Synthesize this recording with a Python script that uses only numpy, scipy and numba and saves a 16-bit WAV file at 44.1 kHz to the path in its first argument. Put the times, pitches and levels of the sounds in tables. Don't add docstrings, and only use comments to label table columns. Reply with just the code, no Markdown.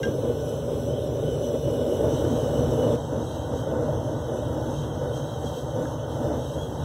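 import sys
import numpy as np
from scipy import signal
from scipy.fft import rfft, irfft
from scipy.io import wavfile
from scipy.ndimage import uniform_filter1d, map_coordinates
from numba import njit

SR = 44100
rng = np.random.default_rng(int(sys.argv[2]) if len(sys.argv) > 2 else 0)


def attenuation_scalar(level_db):
    decades = np.asarray(level_db, float) / 20
    return 10 ** decades


def dump_mix(stems):
    frames = np.atleast_2d(stems).T
    limited = np.clip(frames, -1, 1)
    pcm = np.round(limited * 32767).astype(np.int16)
    wavfile.write(sys.argv[1], SR, pcm)


N = 301644
T = np.arange(N) / SR
SWITCH_S, FADE_FROM_S, FADE_S = 2.9563, 1.716, 0.47

# (peak time [s], rise [dB], length [s])
FLARES = [
    [(.03, -2.5, 0.057), (.08, 5, 0.11), (.27, 6, .2), (.52, 2.5, 0.084), (.72, 4, 0.14), (.9, 2.5, 0.13), (1., 1, .1), (1.25, 1.5, 0.17), (1.55, 6.5, 0.038), (1.61, -5, 0.12), (1.69, 3.5, 0.051), (1.9, 2, 0.21), (2.87, 3.5, 0.26)],
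    [(2.05, 12.5, 0.26), (2.3, 5.5, 0.38), (2.62, 7, 0.54), (2.88, 10, 0.32), (3.17, 8, 0.23), (3.37, 4, 0.039), (3.53, 7, 0.13), (3.82, 8.5, 0.61), (4.12, 6, 0.22), (4.35, 6.5, 0.26), (4.55, 6, 0.32), (4.7, 6, 0.13), (4.88, 3.5, 0.12), (5.05, 5.5, 0.26), (5.2, 3, 0.14), (5.44, 5, 0.065), (5.8, 8, 0.19), (6.01, 1, 0.24), (6.29, 8.5, 0.41), (6.58, 5, 0.082)],
]


def level(x, db):
    return x * attenuation_scalar(db) / np.sqrt(np.mean(x ** 2))


@njit
def svf(x, hz, width):
    y, b, l = np.empty(len(x)), 0., 0.
    for i in range(len(x)):
        g, k = np.tan(np.pi * hz[i] / SR), width / hz[i]
        v = (b + g * (x[i] - l)) / (1 + g * (g + k))
        b, l, y[i] = 2 * v - b, l + 2 * g * v, k * v
    return y


def walk(rate_hz):
    hold = int(SR / rate_hz)
    steps = np.repeat(rng.standard_normal(N // hold + 1), hold)
    w = uniform_filter1d(uniform_filter1d(steps, hold), hold)[:N]
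    return w / w.std()


def swells(events, column=1):
    return sum(e[column] * np.cos(np.pi * np.clip((T - e[0]) / e[-1], -.5, .5)) ** 2 for e in events)


def steadied(x, span_s, grip):
    power = uniform_filter1d(x ** 2, int(span_s * SR)) + 1e-12
    return level(x / power ** (np.clip(grip, 0, 1) / 2), 0)


def ring(hz, width_hz, db, flicker_db, rate_hz, push=None):
    hz = hz + np.zeros(N)
    if push is None:
        push = rng.standard_normal(N)
    band = svf(svf(push, hz, 1.11 * width_hz), hz, 1.11 * width_hz)
    return band * attenuation_scalar(db + flicker_db * walk(rate_hz))


def coloured(spectrum, flicker_db, rate_hz, patch_hz):
    f = np.maximum(np.fft.rfftfreq(N, 1 / SR), 1)
    hz, db = np.transpose(spectrum)
    gain_db = np.interp(np.log(f), np.log(hz), db, -80, db[-1])
    noise = irfft(rfft(rng.standard_normal(N)) * attenuation_scalar(gain_db), N)
    cells = signal.stft(noise, nperseg=512)[2]
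    row = np.arange(cells.shape[0]) * SR / 512 / patch_hz
    frame = np.arange(cells.shape[1]) * 256 / SR * rate_hz
    rows, frames = np.meshgrid(row, frame, indexing="ij")
    field = map_coordinates(rng.standard_normal((300, 300)), [rows, frames], order=1)
    return signal.istft(cells * attenuation_scalar(flicker_db * field / field.std()), nperseg=512)[1][:N]


def whistles():
    # (frequency [Hz], width [Hz], level [dB])
    hardware_modes = [
        (767, 40, -52),
        (1486, 40, -58),
    ]
    valve_hz = 3342 + 4 * walk(6)
    valve = steadied(ring(valve_hz, 14.5, 0, flicker_db=-0.5, rate_hz=9.7), span_s=0.24, grip=1.0)
    valve = valve * attenuation_scalar(np.where(T < SWITCH_S, -60, -63.5) + 1.5 * walk(7))
    hardware = sum(level(ring(hz, w, 0, flicker_db=2.2, rate_hz=8.3), db) for hz, w, db in hardware_modes)
    hidden_db = -1.5 * (T < FADE_FROM_S + FADE_S)
    return valve + attenuation_scalar(hidden_db + 0.58 * swells(FLARES[1])) * hardware


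def strike(modes, hits, crack_db):
    out = np.zeros(N)
    t = np.arange(SR // 5) / SR
    crack_band = signal.butter(2, [1500, 6500], "band", fs=SR, output="sos")
    for s, db in hits:
        ringing = np.zeros(len(t))
        for hz, mode_db, t60_s in modes:
            envelope = (1 - np.exp(-t / 0.001)) * 1000. ** (-t / t60_s)
            ringing += attenuation_scalar(mode_db + 4.8 * rng.standard_normal()) * np.sin(2 * np.pi * hz * t) * envelope
        crack = attenuation_scalar(crack_db) * rng.standard_normal(len(t)) * np.exp(-t / 0.0015)
        i = int(s * SR)
        out[i:i + len(t)] += attenuation_scalar(db) * (ringing + signal.sosfilt(crack_band, crack))
    return out


def steel_knocks():
    # (frequency [Hz], level [dB], t60 [s])
    knock_modes = [(1595, -0.5, 0.14), (2060, -6, 0.039), (2820, -6, 0.081), (3240, 1.5, 0.04),
                   (3800, -3, 0.025), (5580, -3, 0.051), (6300, -8, 0.044), (6550, -15, .04),
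                   (7360, -11, 0.052)]
    tap_modes = [(1320, -10, .03), (1550, -3, 0.026), (1620, -6, 0.04)]
    # (time [s], level [dB])
    knock_hits = [
        (0.0307, -33.5),
        (0.037, -41),
        (0.05, -43),
    ]
    tap_hits = [
        (5.8545, -31),
    ]
    return strike(knock_modes, knock_hits, crack_db=3) + strike(tap_modes, tap_hits, crack_db=-26)


def jet(place, tube_hz, ring_db):
    # (multiple of tube pitch [1], width [Hz], level [dB])
    tube_modes = [
        [(1., 96, 8), (1.21, 139, -0.5), (1.8, 250, -17), (2., 350, -2), (2.12, 150, -6), (2.6, 503, -11), (3.42, 400, -14)],
        [(1., 87, 3), (1.22, 156, -5), (1.42, 90, -11), (1.67, 138, -18), (1.83, 180, -18), (2.03, 306, -6.5), (2.47, 250, -11.5), (3.25, 296, -19), (4.1, 350, -33)],
    ]
    # (frequency [Hz], level [dB per Hz])
    hiss_spectrum = [
        [(2400, -8.5), (3500, -8.5), (4400, -8.5), (4700, -45), (5000, -9), (6000, -7.5), (6800, -10.5), (8000, -9), (9400, -17.5), (10300, -11), (11900, -14.5), (13000, -13), (14500, -17), (15600, -14)],
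        [(2400, -23.5), (2800, -13.5), (3500, -14), (4750, -22), (5200, -14), (6000, -12), (6900, -16), (8000, -18.5), (9250, -20), (10300, -20.5), (11800, -25.5), (13000, -20), (14400, -27.5), (15600, -25.5)],
    ]
    # (first gap [Hz], strength [0-1])
    echo_paths = [
        (2294, 0.6),
        (2350, 0.33),
    ]
    # (frequency [Hz], width [Hz], depth [0-1])
    edge_gaps = [
        [(3470, 130, .6), (6700, 220, .55), (9500, 400, .6), (11950, 350, .55), (14200, 300, .4), (14700, 350, .55)],
        [(4250, 130, .45), (4650, 120, .5), (4900, 150, .6), (5450, 150, .35), (6950, 280, .7), (8550, 200, .3), (9200, 300, .6), (11400, 350, .35), (11950, 250, .55), (13850, 300, .5), (14500, 250, .3)],
    ]
    tube_hz = tube_hz * (1 + 0.0049 * walk(25))
    modes = sum(ring(k * tube_hz, w, db + ring_db / k ** 3.2, flicker_db=2.2, rate_hz=16)
                for k, w, db in tube_modes[place])
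    gas = modes + coloured(hiss_spectrum[place], flicker_db=2.1, rate_hz=24, patch_hz=220)
    gas = gas * attenuation_scalar(0.36 * walk(24.32))
    gap_hz, strength = echo_paths[place]
    lag = SR / (gap_hz * (tube_hz / tube_hz.mean()) ** 0.17)
    echo = map_coordinates(gas, [np.arange(N) - lag], order=3)
    spec_hz = np.fft.rfftfreq(N, 1 / SR)
    echo = irfft(rfft(echo) / (1 + (spec_hz / 8000) ** 4), N)
    gas = gas - np.clip(strength, 0, 1) * echo
    for hz, w, depth in edge_gaps[place]:
        gas = gas - np.clip(depth, 0, 1) * svf(gas, hz + np.zeros(N), 1. * w)
    return level(gas, 0)


def burner(place):
    # (frequency [Hz], width [Hz], level [dB])
    boom_modes = [(74.2, 32.3, 0), (123.3, 33, 3), (154, 31, -1.5), (188.3, 13.4, -11.5)]
    flame_modes = [
        [(241.7, 40, -2.5), (312.5, 56, -4.5), (374, 77, -10), (473, 131, -1), (576.3, 41.6, -1.5), (615, 21.5, -3)],
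        [(240.8, 50.4, -4), (315.3, 41.7, -2.5), (368.8, 7, -2.5), (488.7, 113, -2.5), (584, 43, -4), (620.3, 46, -5)],
    ]
    # (frequency [Hz], level [dB per Hz])
    edge_spectrum = [
        [(400, -24), (680, -3), (758, -1), (1040, -4), (1240, -10.5), (1530, -12), (1850, -23), (2500, -27.5), (3250, -17), (5500, -120)],
        [(400, 0), (680, -2.5), (913, 2), (1080, -7), (1490, -12), (2050, -26.5), (2350, -56), (2500, -47.5), (3250, -58), (5500, -120)],
    ]
    # (flame [dB], chamber boom [dB], flame edge [dB], jet hiss [dB])
    resting_db = [
        (-29.5, -32, -47.5, -49),
        (-34, -32.5, -40.5, -50.5),
    ]
    # (time [s], level [dB])
    build_up = [
        (0., 1.3),
        (.6, -1),
        (1.3, 2),
        (1.9, 4.5),
        (2.5, 2.2),
        (2.95, 2.5),
    ]
    build_shares = (0.2, 0.17, 0.34)
    flare_shares = [
        (.2, 0.396, -0.047),
        (.3, 0.32, -0.033),
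    ]
    # (peak time [s], rise [dB], length [s])
    throbs = [(.92, 3, .12), (1.3, 2.5, 0.35), (1.5, -3.5, 0.31), (1.66, 3.5, .1), (1.9, -6, 0.16),
              (2.07, -0.5, .15), (2.69, 3, 0.14), (3.95, 4, .2), (4.35, -6, 0.13), (4.47, 3, 0.19),
              (4.81, 6, 0.14), (5.59, -9, 0.11), (6.72, -6, 0.087), (6.83, 5, 0.18)]
    # (peak time [s], hiss rise [dB], tube ring rise [dB], length [s])
    spurts = [
        [(.16, .3, -1, 0.13), (.46, 2, -2.5, 0.31), (.66, -1, -4, 0.14), (.8, 1.5, -4, .2), (.96, -3, 5.5, .15), (1.1, -2, -6, 0.11), (1.3, -0.7, 4.5, 0.17), (1.46, 1, 2, .15), (1.97, 1.4, 1, 0.26)],
        [(2.14, 5.5, -0.5, .2), (2.36, 2.5, 3.5, 0.27), (2.74, 2.2, -2, 0.11), (3.07, -0.5, 0.7, .12), (3.31, 2, 2.5, 0.43), (3.59, 2, 0.7, 0.23), (3.9, 0.5, 1.5, 0.16), (4.19, -1, 2.5, 0.15), (4.37, 2.5, -3, .17), (4.76, 2.5, -0.2, 0.55), (4.9, -2, 2.5, 0.12), (5.17, 3.5, 3, 0.12), (5.3, 0.5, 3, 0.17), (5.47, 3.5, 3.5, .15), (5.58, 5, 1.2, .15), (5.85, 2, -0.5, 0.37), (6., -2, -1.5, 0.3), (6.13, 1.5, 0, .15), (6.26, 2.5, -2.5, 0.25), (6.45, 2, 0, 0.37), (6.62, 0.5, 6, 0.22), (6.84, 2.2, -2, 0.14)],
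    ]
    rest_hz, rest_ring_db = (3041, 3133)[place], (-3.5, -1)[place]
    sag_hz_per_db, lift_hz_per_db = (20, 10.5)[place], (8, 24.5)[place]
    damp_per_db = (-0.47, 0.8)[place]

    flare = swells(FLARES[place])
    build = np.interp(T, *np.transpose(build_up)) * (place == 0)
    effort = build + flare
    spurt_db, tube_rise_db = swells(spurts[place]), swells(spurts[place], column=2)
    boom_db, edge_db, jet_db = (rest + a * build + b * flare for rest, a, b in
                                zip(resting_db[place][1:], build_shares, flare_shares[place]))
    eddies = walk(45)
    gusts = rng.standard_normal(N) * attenuation_scalar(0.6 * walk(130) + 0.66 * eddies)
    flame = sum((-1) ** k * ring(*mode, flicker_db=1.27, rate_hz=14, push=gusts)
                for k, mode in enumerate(flame_modes[place]))
    boom = sum((-1) ** k * ring(*mode, flicker_db=0.5, rate_hz=16, push=gusts)
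               for k, mode in enumerate(boom_modes))
    edge = coloured(edge_spectrum[place], flicker_db=0.83, rate_hz=12, patch_hz=200) * attenuation_scalar(0.11 * eddies)
    tube_hz = rest_hz - sag_hz_per_db * (flare if place else build) + lift_hz_per_db * tube_rise_db
    ring_db = rest_ring_db - damp_per_db * effort + tube_rise_db
    return (attenuation_scalar(resting_db[place][0] + effort) * steadied(flame, span_s=0.074, grip=0.75)
            + attenuation_scalar(boom_db + swells(throbs)) * steadied(boom, span_s=0.091, grip=0.7)
            + attenuation_scalar(edge_db) * level(edge, 0)
            + attenuation_scalar(jet_db + spurt_db) * jet(place, tube_hz, ring_db))


def scene():
    behind = uniform_filter1d(1. * (T < SWITCH_S), size=200)
    facing = np.clip((T - FADE_FROM_S) / FADE_S, 0, 1)
    fire = behind * burner(place=0) + facing * burner(place=1)
    tick = attenuation_scalar(-28) * np.exp(-np.maximum(T - SWITCH_S, 0) / .0001) * (T >= SWITCH_S)
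    return (whistles() + steel_knocks() + fire + tick)[None]


def mute_weak(x, lead):
    # (frequency [Hz], level [dB])
    mute_floor = [(2000, -87), (4700, -90.5), (6900, -89), (9400, -93.5), (12000, -95.5), (15000, -98)]
    cells = signal.stft(np.r_[np.zeros(lead), x], window="cosine", nperseg=2048)[2]
    bands = cells[:1024].reshape(128, 8, -1)
    band_db = 10 * np.log10(2 * np.mean(bands.real ** 2, axis=1) + 1e-20)
    limit_db = np.interp((np.arange(128) + .5) * SR / 256, *np.transpose(mute_floor))
    kept = np.repeat(band_db > limit_db[:, None], 8, axis=0)
    kept = np.r_[kept, kept[:1]]
    return signal.istft(cells * kept, window="cosine", nperseg=2048)[1][lead:lead + N]


def low_pass(x):
    return signal.sosfilt(signal.butter(12, 16130, fs=SR, output="sos"), x)


def record(dry):
    x = signal.sosfilt(signal.butter(2, 45, "high", fs=SR, output="sos"), dry)
    x = signal.sosfilt(signal.ellip(14, .3, 80, 15720, fs=SR, output="sos"), x)
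    x = mute_weak(x[0], lead=207)[None]
    return low_pass(x)


dry = scene()
out = record(dry)
dump_mix(out)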